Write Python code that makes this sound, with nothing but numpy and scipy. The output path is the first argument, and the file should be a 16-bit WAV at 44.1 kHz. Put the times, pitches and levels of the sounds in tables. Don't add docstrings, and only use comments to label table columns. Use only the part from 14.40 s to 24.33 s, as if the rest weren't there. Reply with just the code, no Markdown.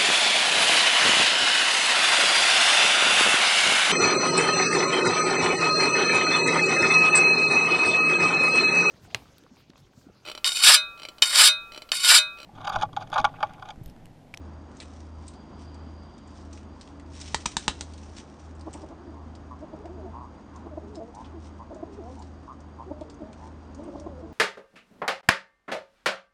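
import sys
import numpy as np
from scipy import signal
from scipy.fft import rfft, irfft
from scipy.io import wavfile
from scipy.ndimage import uniform_filter1d

SR = 44100
rng = np.random.default_rng(int(sys.argv[2]) if len(sys.argv) > 2 else 0)


def dump(signal):
    limited = np.clip(np.atleast_2d(signal).T, -1, 1)
    pcm = np.round(limited * 32767).astype(np.int16)
    wavfile.write(sys.argv[1], SR, pcm)


N = 437913
T = np.arange(N) / SR

# pitch_hz, relative level_db
RUMBLE_COLOUR = [(20, -32), (35, -3), (50, -3), (70, 2.5), (110, 0), (170, -4), (240, 3.5), (330, 1),
                 (430, -7), (650, -7), (1000, -8), (1400, -15), (2200, -25.5), (3500, -31.5), (6000, -39),
                 (9000, -47.5)]
# pitch_hz, level_db (mean of a slow waver)
HUM_LINES = [(52, -56.5), (158, -57.5), (206, -56), (229, -59.5), (283, -54.5)]
# pitch_hz, relative level_db
FEATHER_SPECTRUM = [(300, -17.5), (900, -19.5), (1500, -4.5), (2400, -2), (4000, -1.5), (4800, -4),
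                    (5600, 3), (7000, -5.5), (9000, -7)]
# centre_s, level_db (before flutter), half_length_s
FEATHER_RUSTLES = [(0.48, -60.5, 0.16), (0.865, -63.5, 0.089), (1.22, -59, 0.035), (1.98, -62, 0.11),
                   (2.173, -58.5, 0.057), (2.454, -63, 0.09), (2.787, -49, 0.063), (2.808, -44, 0.013),
                   (2.885, -48.5, 0.059), (3.534, -59, 0.48), (3.785, -49.5, 0.034), (4.04, -62, 0.043),
                   (4.37, -61, 0.12), (6.807, -64, 0.073), (7.054, -59.5, 0.033), (7.546, -61.5, 0.024),
                   (7.76, -64, 0.13), (9.01, -65.5, 0.081), (9.492, -69, 0.19)]
# start_s, relative level_db, centre_hz
CLAW_TICKS = [(0.369, -45.5, 6500), (0.4016, -31.5, 3950), (.418, -47, 2000), (0.88, -35.5, 8000),
              (.883, -42.5, 4100), (1.344, -48.5, 4770), (1.875, -51.5, 6950), (2.1291, -39.5, 6100),
              (2.175, -42.5, 2540), (2.411, -36.5, 4650), (2.475, -45, 3000), (2.5974, -43, 1850),
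              (2.801, -36, 6000), (2.813, -30, 5500), (2.818, -36.5, 3800), (2.877, -43, 5000),
              (3.536, -41, 4400), (3.5776, -42.5, 4180), (3.8, -43, 3000), (4.151, -54.5, 7540),
              (4.195, -51, 5500), (4.21, -43, 5030), (4.309, -52, 4000), (4.33, -40, 7500),
              (4.337, -34.5, 8000), (4.418, -46, 5210), (4.488, -53, 5500), (4.9515, -43.5, 4970),
              (5.456, -45.5, 1840), (6.16, -46, 6400), (6.555, -39.5, 5230), (6.748, -44.5, 5970),
              (7.346, -49.5, 6550), (7.792, -48, 7200), (7.8228, -44, 4630), (8.204, -50.5, 5940),
              (8.61, -45.5, 3460), (8.699, -41.5, 4700), (8.93, -43.5, 2580), (9.347, -45, 6450),
              (9.439, -51, 8600), (9.5982, -41.5, 5700)]
# start_s, end_s, level_db (before the swell), centre_hz
FOOT_SCRAPES = [(0.404, 0.439, -50, 2270), (0.404, .44, -56.5, 8000), (0.888, .93, -71, 5900),
                (2.128, 2.193, -65, 5530), (4.332, 4.348, -53, 2530), (6.844, 6.871, -54, 3000),
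                (9.555, 9.6, -67, 4160)]
# start_s, relative level_db, contact_s, thump_db (low thump of air), pop_db (hollow pop), pop_hz,
# tilt_db_per_octave (treble), lower_quill_hz, upper_quill_hz, tip_lag_s, tip_slap_db (against the first slap)
WING_CLAPS = [(2.945, -20, 0.0014, -30, -16.5, 910, -0.86, 1950, 4630, 0.0065, -15),
              (3.057, -20, 0.002, -26, -18, 970, 0.92, 2450, 5900, 0.0024, 5.5),
              (3.1678, -19, 0.0012, -26, -19, 895, 2, 1600, 3780, .002, -23.5),
              (3.28, -16.5, 0.00092, -21.5, -15, 865, -1.7, 2880, 3850, 0.00306, -8),
              (3.409, -29, 0.0016, -36, -43, 900, 1.6, 4370, 6100, 0.0065, -16)]
# pitch_hz, relative level_db
CLAP_SPECTRUM = [(100, -15), (300, 0), (550, -3.5), (880, -2), (1250, -0.5), (1600, -0.5), (2100, -3),
                 (2700, -2.5), (3700, -1), (4900, -3.5), (6500, -3), (8300, -4.5), (10000, -8)]
# start_s, length_s, level_db (at the peak, before shimmer),
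# first_throat_hz, last_throat_hz (throat resonance), peak_place (0-1)
THROAT_RASPS = [(4.736, 0.14, -50.5, 965, 1070, 0.13), (5.105, 0.055, -43.5, 1020, 1040, 0.24),
                (5.727, 0.18, -41, 960, 1078, 0.15), (6.139, 0.056, -46.5, 960, 1037, 0.45),
                (6.732, 0.11, -41.5, 833, 977, 0.5), (7.186, 0.051, -42, 930, 1017, 0.48),
                (7.755, 0.077, -45, 795, 946, 0.7), (8.073, 0.074, -41, 984, 1182, 0.27),
                (8.381, 0.062, -39, 924, 1023, 0.4), (8.967, 0.16, -48, 867, 985, 0.46)]
# centre_s, centre pitch_hz (before the arch), relative level_db,
# octave_db (against the fundamental), roughness (0-1)
COO_THROBS = [(4.278, 299.5, -39.5, -4.5, 0.66), (4.356, 294.4, -39, -8, 0.75),
              (4.439, 307.3, -41, -4.5, 0.57), (4.521, 315.6, -43.5, -4.5, 0.54),
              (5.232, 319.4, -42.5, 1, 0.35), (5.343, 319, -39.5, -1, 0.42), (5.459, 330, -41.5, 0.5, 0.37),
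              (6.265, 313, -40, -3.5, 0.58), (6.379, 321.4, -35, 1, 0.28), (7.321, 314.5, -41, 2, 0.45),
              (7.433, 319, -32, -1, 0.25), (8.515, 309.4, -36.5, -1, 0.54), (8.619, 316, -35.5, 0.5, 0.3),
              (9.403, 303, -45, 2, 0.51), (9.483, 309.4, -42, -2, .4), (9.556, 291, -37, -2.5, 0.6),
              (9.669, 314.3, -34, -5, 0.54)]
# time_s, pitch_hz, level_db, octave_db (against the fundamental)
COO_MOANS = [
    [(4.37, 381, -52, -9), (4.43, 396.4, -48.5, -7), (4.5, 380, -53, -9)],
    [(4.59, 336.6, -48.5, -6), (4.66, 381, -48.5, -13), (4.69, 325, -41, -7), (4.715, 300, -54, -8)],
    [(5.37, 390, -47, -9), (5.41, 427, -45, -12), (5.45, 400, -50, -12)],
    [(5.485, 293, -45, 1), (5.52, 368.5, -44, -15), (5.55, 378, -42, -18), (5.575, 333, -44.5, -2),
     (5.6, 318, -52, 8), (5.62, 300, -52, 9)],
    [(5.575, 429, -47, -14), (5.62, 390, -47, -9), (5.65, 374, -37.5, -11), (5.68, 395, -50, -14)],
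    [(6.305, 312, -52, 5), (6.33, 303, -49, 7), (6.36, 285, -52, 1.5)],
    [(6.405, 385, -47.5, -12), (6.44, 411, -43.5, -15), (6.47, 393, -48, -19), (6.52, 432, -46, -22),
     (6.555, 408, -42, -12), (6.577, 326, -34, -4), (6.6, 296, -46, 4)],
    [(6.935, 360, -49, -12), (6.965, 331, -40, -14), (7.0, 279, -44, -13)],
    [(7.325, 318, -48, -4), (7.36, 360, -45, -14), (7.38, 395, -50, -14)],
    [(7.355, 312, -57, 10), (7.382, 311, -53, 10), (7.415, 305, -55, 10)],
    [(7.46, 429.4, -49, -14), (7.52, 397, -47.5, -18), (7.56, 409, -53.5, -14), (7.59, 418, -45, -15),
     (7.608, 340, -37.5, -11), (7.625, 300, -48, 0)],
    [(8.455, 340, -43, -12), (8.48, 376, -41.5, -15), (8.505, 385, -48, -9)],
    [(8.525, 302, -53, 8), (8.56, 295, -54, 9), (8.595, 322, -56, 8)],
    [(8.645, 448, -50, -14), (8.72, 461, -58, -10), (8.785, 469, -55, -14), (8.803, 361, -47, -10),
     (8.82, 313, -33, -5.5), (8.845, 235, -48, -13)],
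    [(9.34, 243, -42, -16), (9.365, 261.3, -40, -17), (9.4, 302, -41, -10), (9.445, 340, -41, -18),
     (9.468, 344, -43, -14), (9.484, 306, -36, -8), (9.505, 265, -47, -5)],
    [(9.47, 376, -48, -16), (9.51, 350, -42.5, -12), (9.55, 315, -44, -10)],
    [(9.5, 255, -55, 5), (9.53, 274.4, -54, 10), (9.6, 284, -58, 8.5), (9.65, 285.4, -52, 10),
     (9.7, 290, -54, 7), (9.75, 249.4, -56.5, 10), (9.8, 256, -56, 12), (9.83, 238, -56, 10)],
    [(9.575, 328, -46, -6), (9.605, 307, -43.5, -2), (9.625, 314, -53, 8), (9.65, 318, -56, 5)],
    [(9.818, 350, -49, -3), (9.842, 336, -32, -8), (9.868, 313, -49, -12)],
]
# time_s, pitch_hz, level_db, octave_db, third_partial_db (both against the fundamental)
COO_GROWLS = [
    [(4.7, 221.6, -59, -5, 0), (4.83, 228, -57, -6, 0)],
    [(5.655, 231, -49, -6, 2), (5.68, 223, -44.5, -10, 0), (5.72, 207, -52, -8, -4)],
    [(6.595, 217, -50, 6, 9), (6.62, 221.4, -52, 6, 15), (6.655, 232.4, -52, 2, -3),
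     (6.69, 244, -51.5, 1, -7), (6.72, 238, -57, -1, -6)],
    [(7.615, 218, -49, 1, 5), (7.65, 226.7, -48, -6, 3), (7.675, 244, -46, -5, 1),
     (7.705, 261, -46.5, 2, -4), (7.745, 255, -54, -2, -7)],
    [(8.82, 207, -48, -6, 3), (8.87, 213.6, -55, -9, 7.5), (8.9, 218.3, -43.5, -13, -6),
     (8.94, 202, -46.5, -3, 0)],
    [(9.85, 225, -51, 3, -2), (9.88, 226, -44.5, -1, -4), (9.94, 210, -51, -2, 0)],
]


def undb(db):
    return 10 ** (np.asarray(db) / 20)


def unit(x):
    return x / np.sqrt(np.mean(x ** 2) + 1e-20)


def add(out, s, x):
    i = int(s * SR)
    out[i:i + len(x)] += x[:max(N - i, 0)]


def noise(size=N):
    return rng.standard_normal(size)


def walk(rate_hz, size=N):
    k = max(int(SR / rate_hz), 1)
    steps = np.repeat(noise(size // k + 1), k)
    return 1.3 * uniform_filter1d(uniform_filter1d(steps, k), k)[:size]


def colour(x, points):
    hz, db = np.transpose(points)
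    size = 8192
    f = np.maximum(np.fft.rfftfreq(size, 1 / SR), 1)
    log_gain = np.log(undb(np.interp(np.log(f), np.log(hz), db)))
    cepstrum = irfft(log_gain)
    cepstrum[1:size // 2] *= 2
    cepstrum[size // 2 + 1:] = 0
    response = irfft(np.exp(rfft(cepstrum)))
    return signal.fftconvolve(x, response / np.linalg.norm(response))[:len(x)]


def even(x, span_hz=700):
    power = uniform_filter1d(np.abs(rfft(x)) ** 2, max(int(span_hz * len(x) / SR), 1))
    hz = np.fft.rfftfreq(len(x), 1 / SR) + 1
    return colour(x, np.column_stack([hz, -10 * np.log10(power + 1e-12)]))


def resonate(x, hz, width_hz):
    return signal.lfilter(*signal.iirpeak(min(hz, SR / 3), hz / width_hz, fs=SR), x)


def resonate_twice(x, hz, width_hz):
    return resonate(resonate(x, hz, width_hz), hz, width_hz)


def background(rumble_db=-47.5, high_whine_hz=6600, high_whine_db=-81):
    rumble = unit(colour(noise(), RUMBLE_COLOUR)) * undb(rumble_db + .5 * walk(1.0) + 0.75 * walk(14))
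    swell_db = np.interp(T, [.75, .95, 1.3, 1.9, 2.1, 4.5], [-76, -69.0, -66, -68.5, -72.5, -78])
    whine = unit(resonate_twice(noise(), 4750, 230))
    whine += undb(-4) * unit(resonate(noise(), 3190, 440))
    high_whine = unit(resonate_twice(noise(), high_whine_hz, 140))
    return rumble + whine * undb(swell_db + 1.3 * walk(8.3)) + high_whine * undb(high_whine_db)


def motors(hz=78.3, db=-45, second_db=-3.5, beat_hz=1.422, dip_s=.365):
    phase = 2 * np.pi * (hz * T + .04 * walk(2.5))
    beat = 2 * np.pi * beat_hz * (T - dip_s)
    drone = undb(db + 1.3 * walk(11)) * (np.sin(phase) - undb(second_db) * np.sin(phase + beat))
    lines = np.zeros(N)
    for line_hz, line_db in HUM_LINES:
        line_phase = 2 * np.pi * (line_hz * T + 0.21 * walk(7))
        lines += undb(line_db + 2.0 * walk(4)) * np.sin(line_phase)
    return drone + lines


def loft(x, early_db=-6, early_s=0.018, late_db=-14, t60_s=0.3):
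    t = T[:SR // 2]
    early, late = rng.standard_normal((2, len(t))) * (t > .002)
    early = early * np.exp(-t / early_s)
    late = late * undb(-60 * t / t60_s)
    response = undb(early_db) * early / np.linalg.norm(early) + undb(late_db) * late / np.linalg.norm(late)
    return x + signal.fftconvolve(x, response)[:N]


def feathers(grain_db=3, grains_per_s=5000, draught_db=-8, draught_hz=80,
             flicks_per_s=30, flick_db=-1, flick_s=0.0053, preening_db=-73):
    grains = (rng.random(N) < grains_per_s / SR) * noise()
    grains *= undb(grain_db * np.minimum(rng.exponential(size=N), 4))
    flicks = signal.fftconvolve(rng.random(N) < flicks_per_s / SR, np.exp(-T[:SR // 20] / flick_s))[:N]
    grains = grains * (1 + undb(flick_db) * flicks)
    draught = undb(draught_db) * unit(resonate(noise(), draught_hz, 100))
    swishes = [(s - .05, db - 31.5, .04) for s, db, *_ in WING_CLAPS]
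    power = undb(preening_db) ** 2
    for s, db, half_s in FEATHER_RUSTLES + swishes:
        swell = np.exp(-np.minimum(((T - s) / half_s) ** 2, 20))
        power = power + (undb(db) * swell) ** 2
    catching_db = 1.0 * walk(45) + 1.2 * walk(220)
    return (unit(colour(grains, FEATHER_SPECTRUM)) + draught) * np.sqrt(power) * undb(catching_db)


def claws(decay_s=0.0047, scrape_s=0.01, scrape_db=-16, width_hz=4500, gain_db=-21, grit_db=3,
          ring_width_hz=500, ring_db=-3, steps_per_s=0.92, step_db=-51.5, step_spread_db=5.5, step_hz=5000):
    out, t = np.zeros(N), T[:SR // 10]
    steps = []
    for when, force, tone in rng.random((round(steps_per_s * N / SR), 3)):
        steps.append((when * N / SR, step_db + step_spread_db * (2 * force - 1), step_hz * (.5 + tone)))
    for s, db, hz in CLAW_TICKS + steps:
        scrape = undb(scrape_db + grit_db * walk(420, size=len(t))) * np.exp(-t / scrape_s)
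        grit = noise(len(t)) * (np.exp(-t / decay_s) + scrape)
        ring = unit(resonate(grit, hz, ring_width_hz))
        tick = unit(resonate(grit, hz, width_hz)) + undb(ring_db) * ring
        add(out, s, undb(db + gain_db) * unit(tick))
    return out


def scrapes(width_hz=2300, grit_db=3):
    out = np.zeros(N)
    for start, end, db, hz in FOOT_SCRAPES:
        u = np.linspace(0, 1, int(max(end - start, .02) * SR))
        swell = np.sqrt(np.maximum(np.sin(np.pi * u), 0))
        grit = noise(len(u)) * undb(grit_db * walk(600, size=len(u)))
        add(out, start, undb(db) * swell * unit(resonate_twice(grit, hz, width_hz)))
    return out


def wing_claps(pop_s=0.0035, thump_hz=195, thump_s=0.0043, waft_hz=62, waft_db=-7,
               brush_db=-25, brush_s=0.011, quill_db=1, quill_q=10):
    cracks, air = np.zeros(N), np.zeros(N)
    t = T[:SR // 10]

    def slap(age, contact_s):
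        return (1 - np.exp(-4 * age / contact_s)) * np.exp(-age / contact_s)

    for s, db, contact_s, thump_db, pop_db, pop_hz, tilt_db, lower_hz, upper_hz, lag_s, tips_db in WING_CLAPS:
        tips = undb(tips_db) * slap(np.maximum(t - lag_s, 0), contact_s)
        brush = undb(brush_db) * np.exp(-t / brush_s)
        quills = noise(len(t)) * (slap(t, contact_s) + tips + brush)
        tilted = [(hz, d + tilt_db * np.log2(max(hz / 2500, .5))) for hz, d in CLAP_SPECTRUM]
        crack = colour(even(quills), tilted)
        ring = sum(resonate(crack, hz, hz / quill_q) for hz in (lower_hz, upper_hz))
        add(cracks, s, undb(db) * 0.22 * unit(crack + undb(quill_db) * ring))
        pop = np.sin(2 * np.pi * pop_hz * t) * np.exp(-t / pop_s)
        thump = np.sin(2 * np.pi * thump_hz * t) * np.exp(-t / thump_s)
        waft = np.sin(2 * np.pi * waft_hz * t) * np.exp(-t / 0.017) * (1 - np.exp(-t / 0.0042))
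        puff = undb(pop_db) * pop + undb(thump_db) * (thump + undb(waft_db) * waft)
        add(air, s + contact_s / 2, puff)
    return cracks, air


def rasps(flutter_share=.12, width_hz=104, shimmer=.22, jitter=0.028, chest_db=-13):
    out = np.zeros(N)
    orders = np.arange(3, 12)[:, None]
    for start, length_s, db, first_hz, last_hz, peak in THROAT_RASPS:
        u = np.linspace(0, 1, int(max(length_s, .02) * SR))
        centre = first_hz + (last_hz - first_hz) * u
        pitch = flutter_share * centre
        phase = 2 * np.pi * np.cumsum(pitch * (1 + jitter * walk(202, size=len(u)))) / SR
        throat = 1 / np.sqrt(1 + ((orders * pitch - centre) / width_hz) ** 6)
        chest = undb(chest_db) / (1 + ((orders * pitch - 700) / 180) ** 2)
        voice = unit(np.sum((throat + chest) * np.cos(orders * phase), axis=0))
        push = np.interp(u, [0, np.clip(peak, .05, .95), 1], [0, 1, 0]) ** .8
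        add(out, start, undb(db) * push * voice * (1 + shimmer * walk(199, size=len(u))))
    return out


def throb(hz, db, octave_db, rough, third_db=-19, fourth_db=-32, droop=0.1046, rough_db=18):
    t = T[:SR // 8] - 1 / 16
    half_s = np.interp(db, [-42, -34], [0.015, 0.0063])
    push = np.exp(-(t / half_s) ** 2)
    jitter = .18 * rough * walk(400, size=len(t))
    shimmer = .6 * rough * walk(500, size=len(t))
    phase = 2 * np.pi * np.cumsum(hz * (1 + droop * (push - .8) + jitter)) / SR
    partials_db = [0, octave_db, third_db + rough_db * rough, fourth_db]
    voice = sum(undb(d) * np.cos((k + 1) * phase) for k, d in enumerate(partials_db))
    return undb(db) * push * voice * (1 + shimmer)


def moan(curve, upper_db, waver=.017, flutter_db=2.5, husk=0.28, edge_s=0.0078):
    times, *columns = np.transpose(curve)
    t = np.arange(times[0], max(times[-1], times[0] + .02), 1 / SR)
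    rounding = max(int(edge_s * SR), 1)
    pitch, db, *partials_db = (uniform_filter1d(np.interp(t, times, c), rounding) for c in columns)
    phase = 2 * np.pi * np.cumsum(pitch * (1 + waver * walk(130, size=len(t)))) / SR
    levels_db = [0, *partials_db, *upper_db]
    voice = sum(undb(d) * np.sin((k + 1) * phase) for k, d in enumerate(levels_db))
    edges = np.clip(np.minimum(t - t[0], t[-1] - t) / edge_s, 0, 1)
    trembling = undb(db + flutter_db * walk(85, size=len(t)))
    return trembling * edges * voice * (1 + husk * walk(400, size=len(t)))


def phrases(throb_db=3, moan_third_db=-23, growl_fourth_db=-10):
    out = np.zeros(N)
    for s, hz, db, octave_db, rough in COO_THROBS:
        add(out, s - 1 / 16, undb(throb_db) * throb(hz, db, octave_db, rough))
    for curve in COO_MOANS:
        add(out, curve[0][0], moan(curve, [moan_third_db]))
    for curve in COO_GROWLS:
        add(out, curve[0][0], moan(curve, [growl_fourth_db]))
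    return out


def scene():
    cracks, air = wing_claps()
    movement = loft(cracks + claws() + scrapes() + feathers(), early_db=-9, late_db=-17)
    coo = signal.sosfilt(signal.butter(6, 1180, fs=SR, output="sos"), phrases())
    cooing = loft(coo + rasps(), early_db=-17, early_s=.014, late_db=-14)
    return (background() + motors() + movement + air + cooing)[None]


def record(dry):
    thinned = signal.sosfilt(signal.butter(2, 28, "high", fs=SR, output="sos"), dry)
    rounded = .8 * np.tanh(thinned / .8)
    return signal.sosfilt(signal.ellip(8, .3, 60, 9100, fs=SR, output="sos"), rounded)


dry = scene()
out = record(dry)
dump(out)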